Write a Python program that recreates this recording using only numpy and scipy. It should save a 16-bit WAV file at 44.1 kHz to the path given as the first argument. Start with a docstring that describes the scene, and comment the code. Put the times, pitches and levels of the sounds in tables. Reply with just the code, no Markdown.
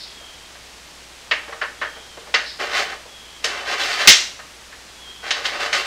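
"""A soft outdoor hiss and a low hum, with a bird rasping and whistling some way off.
In front of an open garage, a metal bracket is fitted by hand to the bed rail of a pickup. It knocks
against the rail and sets it ringing, then sticks and slips along it in short, rough pushes.
It hits home with one bright clank that overloads the microphone; a few more knocks and pushes follow."""
import sys
import numpy as np
from scipy import signal
from scipy.fft import rfft, irfft
from scipy.io import wavfile

SR = 44100
rng = np.random.default_rng(int(sys.argv[2]) if len(sys.argv) > 2 else 0)


def store_wav(level_fs):
    """Save 16-bit WAV to argv[1]."""
    pcm = np.round(np.clip(np.atleast_2d(level_fs), -1, 1) * 32767)
    wavfile.write(sys.argv[1], SR, pcm.T.astype(np.int16))


N = 258417
TIME = np.arange(N) / SR
CEILING_HZ = 15600

# Tone of the outdoor hiss. Each row: frequency in Hz, relative level in dB.
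HISS_TONE = [(40, -2.5), (80, -3), (260, -2.5), (760, -1), (1200, -2), (3200, -1.5), (5600, -4.5),
             (8000, -9), (12000, -19), (15000, -26.5)]
HISS_DB, RUMBLE_DB, HUM_DB, HUM_HZ = -42.5, -72, -56.5, 60

# The bird's repeated falling whistle. Each entry: start in seconds.
WHISTLE_STARTS = [.06, 1.755, 3.06, 4.935]
WHISTLE_S, WHISTLE_START_HZ, WHISTLE_END_HZ, WHISTLE_DB = .31, 3400, 3003, -48
WALL_DELAY_S, WALL_DB = .165, -4  # slapback of the whistle off a house wall
# The bird's rasps. Each row: start in seconds, length in seconds, dry level in dB.
RASPS = [(-.07, 0.13, -38), (2.454, 0.058, -35)]
# The band of a rasp: low edge in Hz, high edge in Hz.
RASP_BAND = (3480, 5300)
# A rasp's strongest partials. Each row: centre in Hz, width in Hz, lift in dB.
RASP_PARTIALS = [(4020, 83, 6), (4540, 120, 4), (5200, 260, 8)]
# How long the echo tails ring. Each row: frequency in Hz, time to fall 60 dB in seconds.
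TAIL_TIMES = [(150, 0.64), (600, 0.51), (1400, 0.4), (2700, 0.44), (6000, 0.41), (14000, 0.48)]

# Bracket knocking on rail. Each row: start in seconds, level in dB, contact cut-off in Hz,
# chatter decay in seconds, ring favoured by the spot struck in Hz.
KNOCKS = [(.21, -46, 1000, .02, 400), (.55, -44, 1200, .012, 500), (1.311, -14.5, 2620, .017, 2460),
          (1.478, -35.5, 1190, 0.021, 500), (1.5232, -31.5, 1480, .007, 1180),
          (1.6139, -21, 1700, .028, 1640), (1.814, -22, 1700, .03, 1700), (1.96, -40.5, 900, 0.013, 800),
          (2.17, -37.5, 730, .013, 440), (2.27, -41.5, 980, .021, 500), (2.3405, -12.5, 4400, .016, 1800),
          (3.055, -45, 700, 0.027, 500), (3.442, -18, 12000, .012, 420), (4.389, -37, 1520, 0.014, 1300),
          (4.724, -40.5, 1870, .019, 1900), (5.3067, -17, 6950, .011, 3400),
          (5.453, -20.5, 5400, .015, 3270), (5.728, -17.5, 10000, .026, 1950)]
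# Resonances of rail and truck bed. Each row: centre in Hz, width in Hz, lift in dB.
RAIL_MODES = [(400, 85, 3.5), (461, 42, 11), (571, 11, 4), (604, 83, 9), (778, 16, 6), (833, 20, 5),
              (915, 26, 5), (1066, 380, 14.0), (1244, 22, 7.5), (1500, 155, 5.0), (1745, 23, 5),
              (1844, 29, 7.5), (2150, 22, 4.5), (2750, 22, 6.5), (3015, 130, 4.5), (3290, 20, 2.5),
              (3920, 290, 3.5), (4540, 240, 7), (5190, 250, 6), (6100, 126, 2.5), (6450, 170, 2.5),
              (13948, 172, 3.5)]
# Tone of rail and bed when struck. Each row: frequency in Hz, relative level in dB.
STRUCK_TONE = [(100, -29), (200, -27), (300, -16), (420, -17.5), (700, -10.5), (1000, -18.5), (1800, 0.5),
               (2800, -0.5), (4000, -2), (6500, -5), (10000, -18.5), (15000, -32)]

# The hand's pushes. Each row: arrival at full force in seconds, swell in seconds, hold in seconds,
# level in dB, contact cut-off in Hz.
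PUSHES = [(2.608, .028, .04, -22.5, 1150), (2.765, .058, .028, -18, 4000), (2.895, .03, 0.034, -31.5, 1400),
          (3.455, .015, .15, -28.5, 1100), (3.686, 0.029, 0.052, -22, 2400),
          (3.809, 0.061, 0.14, -21.5, 5370), (4.003, .06, .045, -19.5, 4200), (5.28, .06, .015, -27, 2600),
          (5.368, .015, .008, -27, 2000), (5.451, 0.01, 0.0091, -21.5, 6500),
          (5.526, .02, 0.054, -28.5, 1200), (5.602, .014, 0.054, -21.5, 2740),
          (5.752, 0.034, 0.038, -21, 4630), (5.86, 0.016, .03, -24, 5000)]
SWELL_DB, EASE_DB_PER_S, DULLING_DB_PER_OCTAVE = 10, 220, 9.5  # less force, duller contact
DRAG_DB, DRAG_HZ = -35, 990  # level and cut-off of the light drag between pushes
# When the bracket is moving. Each row: start in seconds, stop in seconds.
SLIDES = [(2.583, 2.96), (3.423, 4.085), (5.222, 5.9)]
# Tone of rail and bed when rubbed. Each row: frequency in Hz, relative level in dB.
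RUBBED_TONE = [(100, -26), (200, -22.5), (300, -12), (420, -12.5), (700, -5), (1000, -16), (1350, -4.5),
               (1800, 2), (3000, -1), (5000, -5.5), (7000, -7.5), (10000, -17.5), (15000, -22)]
# The bracket's thin squeal as it bites. Each row: centre in Hz, width in Hz, lift in dB.
SQUEAL = [(14000, 200, 11)]

# Tone of the clank. Each row: frequency in Hz, relative level in dB.
CLANK_TONE = [(100, -34), (400, -16.5), (900, -14.5), (1400, -7), (2000, -2.5), (3500, -1.5), (6000, -3),
              (7500, -9), (9500, -23.5), (15000, -37)]
# Resonances of the bracket. Each row: centre in Hz, width in Hz, lift in dB.
BRACKET_MODES = [(1840, 40, 5), (1905, 40, 6), (2120, 90, 7), (2785, 80, 7), (2900, 40, 4), (3160, 90, 5),
                 (3490, 90, 5), (3820, 120, 3), (3945, 50, 5), (4220, 70, 7), (4560, 60, 4), (4920, 140, 3),
                 (5320, 70, 7), (5610, 110, 6), (5980, 40, 9), (6430, 60, 5), (6760, 40, 6)]


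def from_db(db):
    """Decibels to gain."""
    return 10 ** (np.asarray(db) / 20)


def rms_one(x):
    """Scale to rms 1."""
    return x / np.sqrt(np.mean(x ** 2) + 1e-20)


def attack_rms_one(x):
    """Scale a hit so that its first 20 ms have rms 1."""
    return x / np.sqrt(np.mean(x[:SR // 50] ** 2))


def at_hz(points, hz):
    """Read a table on a log-frequency axis."""
    known_hz, values = np.transpose(points)
    return np.interp(np.log(np.maximum(hz, 1)), np.log(known_hz), values)


def add(out, start_s, sound):
    """Mix a sound in, trimming what falls outside the scene."""
    at = round(start_s * SR)
    part = sound[max(-at, 0):N - at]
    out[max(at, 0):max(at, 0) + len(part)] += part


def band(x, low_hz, high_hz):
    """Band-pass."""
    return signal.sosfilt(signal.butter(2, [low_hz, high_hz], "band", fs=SR, output="sos"), x)


def drift(rate, size=N):
    """A random wander of rms 1 with about `rate` turns a second."""
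    turns = rng.standard_normal(N // 20)
    return rms_one(np.interp(np.arange(size) * rate / SR, np.arange(len(turns)), turns))


def colour(x, tone, resonances=(), size=8192):
    """Minimum-phase EQ: a broad tone curve with ringing peaks on it; white noise keeps its level."""
    hz = np.fft.rfftfreq(size, 1 / SR)
    peaks_db = sum(lift / (1 + (2 * (hz - centre) / width) ** 2) for centre, width, lift in resonances)
    cepstrum = irfft(np.log(from_db(at_hz(tone, hz) + peaks_db)))
    # fold the cepstrum so that the ring comes after the hit
    cepstrum[1:size // 2] *= 2
    cepstrum[size // 2 + 1:] = 0
    return convolve(x, irfft(np.exp(rfft(cepstrum))))


def convolve(x, response):
    """Play a sound through an impulse response scaled to unit energy."""
    return signal.fftconvolve(x, response / np.linalg.norm(response))[:len(x)]


def echoes(build_s, early_s, tail_db):
    """Reflections crowd in, fall away fast and leave a tail that dies band by band."""
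    t = np.arange(SR * 3 // 4) / SR
    white = rng.standard_normal((3, len(t)))
    edges_hz = np.geomspace(60, 18000, num=10)
    tail = sum(band(white[k % 2], low, high) * from_db(-60 * t / at_hz(TAIL_TIMES, np.sqrt(low * high)))
               for k, (low, high) in enumerate(zip(edges_hz, edges_hz[1:])))
    early = white[2] * np.exp(-np.maximum(t - build_s, 0) / early_s)
    return (early + from_db(tail_db) * tail) * np.minimum(0.45 + t / build_s, 1)


def outdoors():
    """The ambience: even hiss, a faint rumble and the hum of a motor some way off."""
    hiss = from_db(HISS_DB) * colour(rng.standard_normal(N), HISS_TONE)
    rumble = from_db(RUMBLE_DB) * rms_one(band(rng.standard_normal(N), 29, 55))
    hum_hz = HUM_HZ + 0.48 * drift(4.72)
    hum = from_db(HUM_DB) * rms_one(np.sin(2 * np.pi * np.cumsum(hum_hz) / SR))
    return hiss + rumble + hum


def bird(waver_hz=40, flutter_db=1.5, peak_at=0.4):
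    """Thin falling whistles and short rasps, smeared by trees and house walls."""
    out = np.zeros(N)
    progress = np.linspace(0, 1, round(WHISTLE_S * SR))
    glide_hz = WHISTLE_START_HZ + (WHISTLE_END_HZ - WHISTLE_START_HZ) * progress ** 1.25
    swell = np.sqrt(np.minimum(progress / peak_at, (1 - progress) / (1 - peak_at)))
    for start_s in WHISTLE_STARTS:
        hz = glide_hz + waver_hz * drift(130.3, len(progress))
        gain = swell * from_db(WHISTLE_DB + flutter_db * drift(43, len(progress)))
        whistle = gain * rms_one(np.sin(2 * np.pi * np.cumsum(hz) / SR))
        add(out, start_s, whistle)
        add(out, start_s + WALL_DELAY_S, from_db(WALL_DB) * whistle)
    flat_tone = [(hz, 0) for hz in RASP_BAND]
    for start_s, length_s, db in RASPS:
        breath = band(band(rng.standard_normal(SR), *RASP_BAND), *RASP_BAND)
        rasp = colour(breath, flat_tone, RASP_PARTIALS)[:round(length_s * SR)]
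        add(out, start_s, from_db(db) * rms_one(rasp) * signal.windows.tukey(len(rasp), .3))
    return out + convolve(out, echoes(build_s=.02, early_s=.09, tail_db=3))


def soften(x, cutoff_hz, order=2):
    """Low-pass: a softer contact excites less treble."""
    return signal.sosfilt(signal.butter(order, min(cutoff_hz, CEILING_HZ), fs=SR, output="sos"), x)


def knocks(rise_at_1khz_s=0.0086, favour_db=6.0):
    """Each knock chatters briefly and rings the rail; a harder contact is brighter and snappier."""
    out = np.zeros(N)
    for start_s, db, cutoff_hz, chatter_s, favoured_hz in KNOCKS:
        rise_s = rise_at_1khz_s / (cutoff_hz / 1000) ** 0.28
        blow = soften(echoes(build_s=rise_s, early_s=chatter_s, tail_db=-7), cutoff_hz)
        favoured = (favoured_hz, .55 * favoured_hz, favour_db)
        ring = colour(blow, STRUCK_TONE, [*RAIL_MODES, favoured])
        add(out, start_s, from_db(db) * attack_rms_one(ring))
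    return out


def hand_pushes(grip_s=0.019):
    """Gain and cut-off of the slide: each push swells, holds and eases off; the strongest leads."""
    level_db, contact_hz = np.full(N, -np.inf), np.ones(N)
    for full_s, swell_s, hold_s, db, cutoff_hz in PUSHES:
        slack_db = SWELL_DB * np.maximum(full_s - TIME, 0) / swell_s
        slack_db += EASE_DB_PER_S * np.maximum(TIME - full_s - hold_s, 0)
        leads = db - slack_db > level_db
        level_db[leads] = db - slack_db[leads]
        contact_hz[leads] = cutoff_hz / 2 ** (slack_db[leads] / DULLING_DB_PER_OCTAVE)
    moving = sum(np.clip(np.minimum(TIME - start, stop - TIME) / grip_s, 0, 1) for start, stop in SLIDES)
    return moving * np.hypot(from_db(level_db), from_db(DRAG_DB)), np.hypot(contact_hz, DRAG_HZ)


def edge_mode(cutoff_hz, centre_hz=3660, width_hz=1300, full_lift_db=5, half_lift_hz=5000):
    """The resonance of the bracket's edge, stronger the harder the contact."""
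    return centre_hz, width_hz, full_lift_db / (1 + (half_lift_hz / cutoff_hz) ** 2)


def scrapes(slips_per_s=2200, slip_spread_db=1.5, judder_db=1.03, rub_gain=0.085, wet_db=-2.5):
    """Metal sticks and slips in tiny uneven steps that ring the rail under each push."""
    slips = (rng.random(N) < slips_per_s / SR) * rng.choice([-1, 1], N)
    slip_gain = from_db(slip_spread_db * np.minimum(rng.exponential(1, N), 3))
    rub = rub_gain * rng.standard_normal(N)
    friction = (slips * slip_gain + rub) * from_db(judder_db * drift(90))
    # pressed on by hand, the rail rings less freely
    damped = [(hz, width, 0.92 * lift) for hz, width, lift in RAIL_MODES]
    # crossfade six layers, their cut-offs an octave apart, from soft rub to hard bite
    gain, cutoff_hz = hand_pushes()
    layers_hz = 500 * 2. ** np.arange(6)
    octave = np.interp(np.log(cutoff_hz), np.log(layers_hz), np.arange(6))
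    direct = np.zeros(N)
    for k, hz in enumerate(layers_hz):
        ring = colour(friction, RUBBED_TONE, [*damped, *SQUEAL, edge_mode(hz)])
        fade = np.maximum(1 - abs(octave - k), 0)
        direct += gain * fade * rms_one(soften(ring, hz, order=1))
    # bed and garage answer with a diffuse wash that shares the power
    wash = convolve(direct, echoes(build_s=0.0056, early_s=0.024, tail_db=-5.5))
    wet = from_db(wet_db)
    return (direct + wet * wash) / np.hypot(1, wet)


def clank(start_s=4.0738, attack_db=2):
    """Steel meets its stop: a dense clash that rings on in the bracket's resonances."""
    clash = echoes(build_s=0.0044, early_s=0.027, tail_db=-5)
    ring = colour(clash, CLANK_TONE, BRACKET_MODES)
    out = np.zeros(N)
    add(out, start_s, from_db(attack_db) * attack_rms_one(ring))
    return out


def scene():
    """The mono mix: metalwork up front, bird and ambience behind."""
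    return (knocks() + scrapes() + clank() + bird() + outdoors())[None]


def record(dry):
    """The microphone overloads at full scale, and a steep low-pass takes off the very top."""
    top_cut = signal.ellip(10, .1, 70, CEILING_HZ, fs=SR, output="sos")
    return signal.sosfilt(top_cut, np.clip(dry, -1, 1))


dry = scene()
out = record(dry)
store_wav(out)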